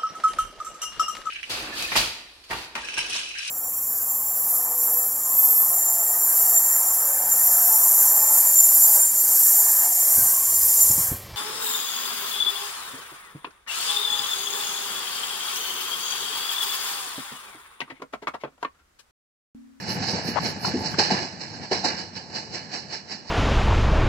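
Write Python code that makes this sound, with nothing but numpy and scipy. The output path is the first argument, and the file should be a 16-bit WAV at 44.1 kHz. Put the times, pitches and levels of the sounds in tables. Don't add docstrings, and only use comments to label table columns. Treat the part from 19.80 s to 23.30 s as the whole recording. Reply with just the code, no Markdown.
import sys
import numpy as np
from scipy import signal
from scipy.fft import rfft, irfft
from scipy.io import wavfile
from scipy.ndimage import uniform_filter1d

SR = 44100
rng = np.random.default_rng(int(sys.argv[2]) if len(sys.argv) > 2 else 0)


def decibels_to_gain(level_db):
    exponent = np.asarray(level_db, float) / 20
    return 10 ** exponent


def dump(signal):
    limited = np.clip(np.atleast_2d(signal).T, -1, 1)
    pcm = np.round(limited * 32767).astype(np.int16)
    wavfile.write(sys.argv[1], SR, pcm)


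N = 154350
T = np.arange(N) / SR
HZ = np.arange(N // 2 + 1) * SR / N


def curve(table, hz=HZ):
    table_hz, table_db = np.array(table).T
    return np.interp(np.log(hz + 1), np.log(table_hz), table_db)


def unit(x):
    return x / np.sqrt(np.mean(x ** 2))


def walk(rate_hz):
    hold = int(SR / rate_hz)
    steps = np.repeat(rng.standard_normal(N // hold + 1), hold)
    return unit(uniform_filter1d(uniform_filter1d(steps, hold), hold)[:N])


def band(x, hz, width_hz):
    return signal.lfilter(*signal.iirpeak(hz, hz / width_hz, SR), x)


def swell(start_s, level_db, rise_s, fall_s):
    out = 0
    for s, db, rise in np.broadcast(start_s, level_db, np.abs(rise_s) + 1e-4):
        out = out + decibels_to_gain(db) * np.exp(np.where(T < s, (T - s) / rise, (s - T) / fall_s))
    return out


# pitch_hz, width_hz, boost_db
STEEL_MODES = [(190, 43, 3), (351, 38, 1), (490, 20, 5), (738, 112, 5), (867, 81, 8), (1700, 110, 3),
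               (2334, 220, 3), (2933, 64, 10), (3930, 35, 5), (4540, 73, 0), (4300, 59, -12),
               (5334, 130, 6.5)]
# freq_hz, level_db
PORT_SPREAD = [(100, -4.5), (600, -7), (1500, -2), (3000, -2), (8000, -2)]


def steel(colour, grit_db, flicker_db):
    ring_db = sum(max(db, 0) / (1 + (2 * (HZ - hz) / width) ** 2) for hz, width, db in STEEL_MODES)
    contacts = rfft(rng.standard_normal((3, N)) * decibels_to_gain(grit_db * walk(300)))
    shared, separate = contacts[0], contacts[1:]
    rung = (shared + decibels_to_gain(curve(PORT_SPREAD)) * separate) * decibels_to_gain(curve(colour) + ring_db)
    edges_hz = (0, 1200, 3700, SR)
    out = 0
    for lo, hi in zip(edges_hz, edges_hz[1:]):
        out = out + irfft(rung * (HZ >= lo) * (HZ < hi), N) * decibels_to_gain(flicker_db * walk(25.14))
    return unit(out)


# time_s, level_db
ROLL_LEVEL = [(0.0, -35), (0.2, -35), (0.54, -33.5), (0.59, -32.5), (0.65, -30.5), (0.8, -39.5),
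              (0.88, -33.5), (1.17, -36), (1.19, -29.5), (1.26, -42.5), (1.32, -30), (1.51, -42.5),
              (1.85, -40.5), (1.89, -48), (1.92, -34.5), (2.31, -46.5), (2.79, -44), (3.5, -49.5)]
# freq_hz, level_db
ROLL_SPECTRUM = [(40, -40), (90, -2), (190, -0.5), (500, -11.5), (1000, -14.5), (3000, -20.5), (8000, -25)]
ROLL_DB = -1.5


def rolling():
    level_db = ROLL_DB + np.interp(T, *np.array(ROLL_LEVEL).T)
    return steel(ROLL_SPECTRUM, 1.2, 1.6) * decibels_to_gain(level_db)


# start_s, level_db, held_s
AIR_PUFFS = [
    (.01, -62, 0.0146),
    (0.094, -50, 0.058),
    (.275, -52, 0.037),
    (.455, -51, 0.057),
    (0.636, -52.5, 0.06),
    (.82, -50.5, 0.071),
    (0.999, -62, 0.13),
]
# freq_hz, level_db
SIZZLE_SPECTRUM = [(7000, -48), (8700, -2.5), (12000, -2), (15500, -6)]
SIZZLE_RISE_S, SIZZLE_FALL_S = 0.016, 0.02


def sizzle():
    gate = 0
    for s, db, held_s in AIR_PUFFS:
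        slope = np.minimum((T - s) / SIZZLE_RISE_S, (s + held_s - T) / SIZZLE_FALL_S)
        gate = gate + decibels_to_gain(db) * np.exp(np.minimum(slope, 0))
    hiss = unit(irfft(rfft(rng.standard_normal((2, N))) * decibels_to_gain(curve(SIZZLE_SPECTRUM)), N))
    patchy_db = 1.5 * walk(30)
    port_db = np.array([[8.5], [6.0]])
    return hiss * gate * decibels_to_gain(patchy_db + port_db)


# start_s, level_db
FLAT_BLOWS = [(0.102, -32.5), (0.292, -30.5), (0.482, -34), (0.658, -30.5), (0.859, -30.5), (1.061, -30.5),
              (1.431, -34), (1.62, -36.5), (1.838, -40.5), (2.192, -36), (2.369, -37.5), (2.562, -31.5),
              (2.753, -34), (2.946, -32), (3.133, -34.5), (3.318, -35.5), (3.51, -34.5)]
# freq_hz, level_db
FLAT_SPECTRUM = [(60, -33.5), (190, -3), (800, -7.5), (2000, -9), (5000, -8.5), (9000, -16)]
FLAT_RISE_S, FLAT_FALL_S = 0.019, 0.043


def flat_wheel():
    start_s, level_db = np.array(FLAT_BLOWS).T
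    return steel(FLAT_SPECTRUM, 0.74, 1.01) * swell(start_s, level_db, FLAT_RISE_S, FLAT_FALL_S)


# start_s, level_db, pitch_hz, t60_s
BODY_KNOCKS = [(.212, -22, 208, 0.057), (.335, -26.5, 190, 0.1354), (0.485, -20, 229, 0.073),
               (.875, -30.5, 150.6, 0.22), (.938, -22, 250, .2), (.943, -24, 360, .15),
               (1.137, -33, 151.7, 0.12), (1.184, -17.5, 360, 0.073), (1.186, -24, 200, 0.063),
               (1.192, -20.5, 818, 0.073), (1.303, -21, 735.5, 0.11), (1.317, -17.5, 195, 0.13),
               (1.913, -20, 388.4, 0.089), (1.915, -24, 790, 0.064), (2.04, -21.5, 728, 0.093)]
THUD_PUSH_S = 0.0028


def thuds():
    out = 0
    for s, db, hz, t60_s in BODY_KNOCKS:
        t = np.maximum(T - s, 0)
        fade = np.exp(-np.log(1000) * t / t60_s)
        phase = 2 * np.pi * hz * t
        ring = np.sin(phase) + 0.56 * np.sin(1.17 * phase) + 0.35 * fade * np.sin(1.9 * phase)
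        push = 1 - np.exp(-t / THUD_PUSH_S)
        out = out + decibels_to_gain(db) * fade * push * ring
    return out


# start_s, thump_db, clatter_db, rise_s
AXLES = [
    (0.227, -52, -34.5, 0.0081),
    (0.353, -36.5, -35, 0.024),
    (1.188, -30, -21, .002),
    (1.317, -34, -25.5, 0.0086),
    (1.915, -28.5, -25.5, .002),
    (2.048, -28.5, -24.5, 0.0038),
]
# freq_hz, level_db
THUMP_SPECTRUM = [(100, -42), (200, -5.5), (400, -8.5), (850, -12), (1100, -28), (2500, -29), (8000, -55)]
# freq_hz, level_db
CLATTER_SPECTRUM = [(100, -16), (300, -2.5), (800, -3), (2000, -5.5), (5000, -7), (8000, -13)]
THUMP_FALL_S, CLATTER_FALL_S, JOINT_BLUR_S = 0.022, 0.065, 0.0058


def joints():
    start_s, thump_db, clatter_db, rise_s = np.array(AXLES).T
    blur = int(JOINT_BLUR_S * SR) + 1
    thump = uniform_filter1d(swell(start_s, thump_db, rise_s, THUMP_FALL_S), blur)
    clatter = uniform_filter1d(swell(start_s, clatter_db, rise_s, CLATTER_FALL_S), blur)
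    return steel(THUMP_SPECTRUM, 0.87, 1.1) * thump + steel(CLATTER_SPECTRUM, 1.37, 1.7) * clatter


# start_s, length_s, level_db, pitch_hz
EDDIES = [
    (.385, 0.012, -29, 754),
    (.557, 0.016, -19, 720),
    (0.568, 0.024, -16, 880),
    (0.845, 0.0105, -21, 926),
    (0.86, 0.041, -33.5, 840),
    (1.14, 0.013, -30, 1380),
]


def buffets():
    out, air = 0, rng.standard_normal(N)
    for s, length_s, db, hz in EDDIES:
        gate = np.clip(np.minimum(T - s, s + length_s - T) / 0.0021, 0, 1)
        whistle = unit(band(band(air, hz, 0.6 * hz), hz, 0.6 * hz))
        out = out + decibels_to_gain(db) * gate * whistle
    port_db = np.array([[0.5], [-18]])
    return out * decibels_to_gain(port_db)


ECHO_DB, ECHO_T60_S, SCATTER_HZ = -9, 0.38, 1500


def yard_echo():
    tail = rng.standard_normal((2, N)) * np.exp(-np.log(1000) * T / ECHO_T60_S) * (T > 0.004)
    return decibels_to_gain(ECHO_DB) * rfft(tail) / np.sqrt(np.sum(tail[0] ** 2)) * HZ / (HZ + SCATTER_HZ)


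# freq_hz, level_db
LEFT_RESPONSE = [(900, 4.5), (1300, 3), (3000, 1.5), (3750, -10), (4050, 7), (7000, -3.5), (7600, 3.5)]
# freq_hz, level_db
RIGHT_RESPONSE = [(950, 3.5), (1400, 1), (1650, 9), (2900, 0.5), (3600, -8), (4250, 16.5), (5700, 10.5),
                  (6500, 0)]
# freq_hz, lead_rad
LEFT_LEAD = [(0, -0.5), (800, .5), (1800, 6.5), (2400, 7.5), (3200, 2.5), (4150, 8), (4850, 4.5),
             (5600, 0.86)]
SHELF_HZ, SHELF_DB, SHELF_SLOPE_DB_KHZ = 7950, -14, -5.5


def through_ports(train):
    lead_rad = np.interp(HZ, *np.array(LEFT_LEAD).T)
    lead = np.exp(np.array([[0.5j], [-0.5j]]) * lead_rad)
    shelf_db = SHELF_DB / (1 + np.exp(np.clip((SHELF_HZ - HZ) / 110, -50, 50)))
    shelf_db = shelf_db + SHELF_SLOPE_DB_KHZ * np.maximum(HZ - 9500, 0) / 1000
    ports = decibels_to_gain(np.array([curve(LEFT_RESPONSE), curve(RIGHT_RESPONSE)]) + shelf_db)
    return irfft(train * (lead + yard_echo()) * ports, N)


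def scene():
    train = rfft(rolling() + flat_wheel() + thuds() + joints())
    return through_ports(train) + sizzle() + buffets()


# freq_hz, share_0_to_1
MUTED_SHARE = [(3000, 0), (3100, .5), (3280, .4), (3450, .06), (6500, .02), (7100, .3), (7700, .05),
               (8300, .75), (9200, .2), (14000, .35), (15500, .6)]
THIN_HZ, THIN_RATIO = 8100, 1.1
MASK_DB, MASK_SHARE = -24, 0.55


def mute_bands(x):
    hz, _, z = signal.stft(x, SR, nperseg=1024)
    luck = rng.random((len(hz) // 4 + 1, z.shape[2] // 4 + 1))
    luck = luck.repeat(4, axis=0).repeat(4, axis=1)[:len(hz), :z.shape[2]]
    share = np.interp(hz[::4], *np.array(MUTED_SHARE).T).repeat(4)[:len(hz), None]
    size = np.abs(z)
    local = uniform_filter1d(size, size=16, axis=1)
    top = (hz > THIN_HZ)[:, None]
    masked = local.mean(0) < decibels_to_gain(MASK_DB) * size[:, 90:140].mean((0, 1))
    lucky = luck > share + MASK_SHARE * masked * top
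    strong = (size > THIN_RATIO * local) | ~top
    return signal.istft(z * (lucky & strong), SR, nperseg=1024)[1][:, :N]


def top_cut(x):
    return signal.sosfilt(signal.butter(12, 15810, fs=SR, output="sos"), x)


LOW_CUT_HZ, CEILING = 26, 0.6


def record(dry):
    cut = signal.sosfilt(signal.butter(2, LOW_CUT_HZ, "high", fs=SR, output="sos"), dry)
    limited = CEILING * np.tanh(cut / CEILING)
    return top_cut(mute_bands(limited))


dry = scene()
out = record(dry)
dump(out)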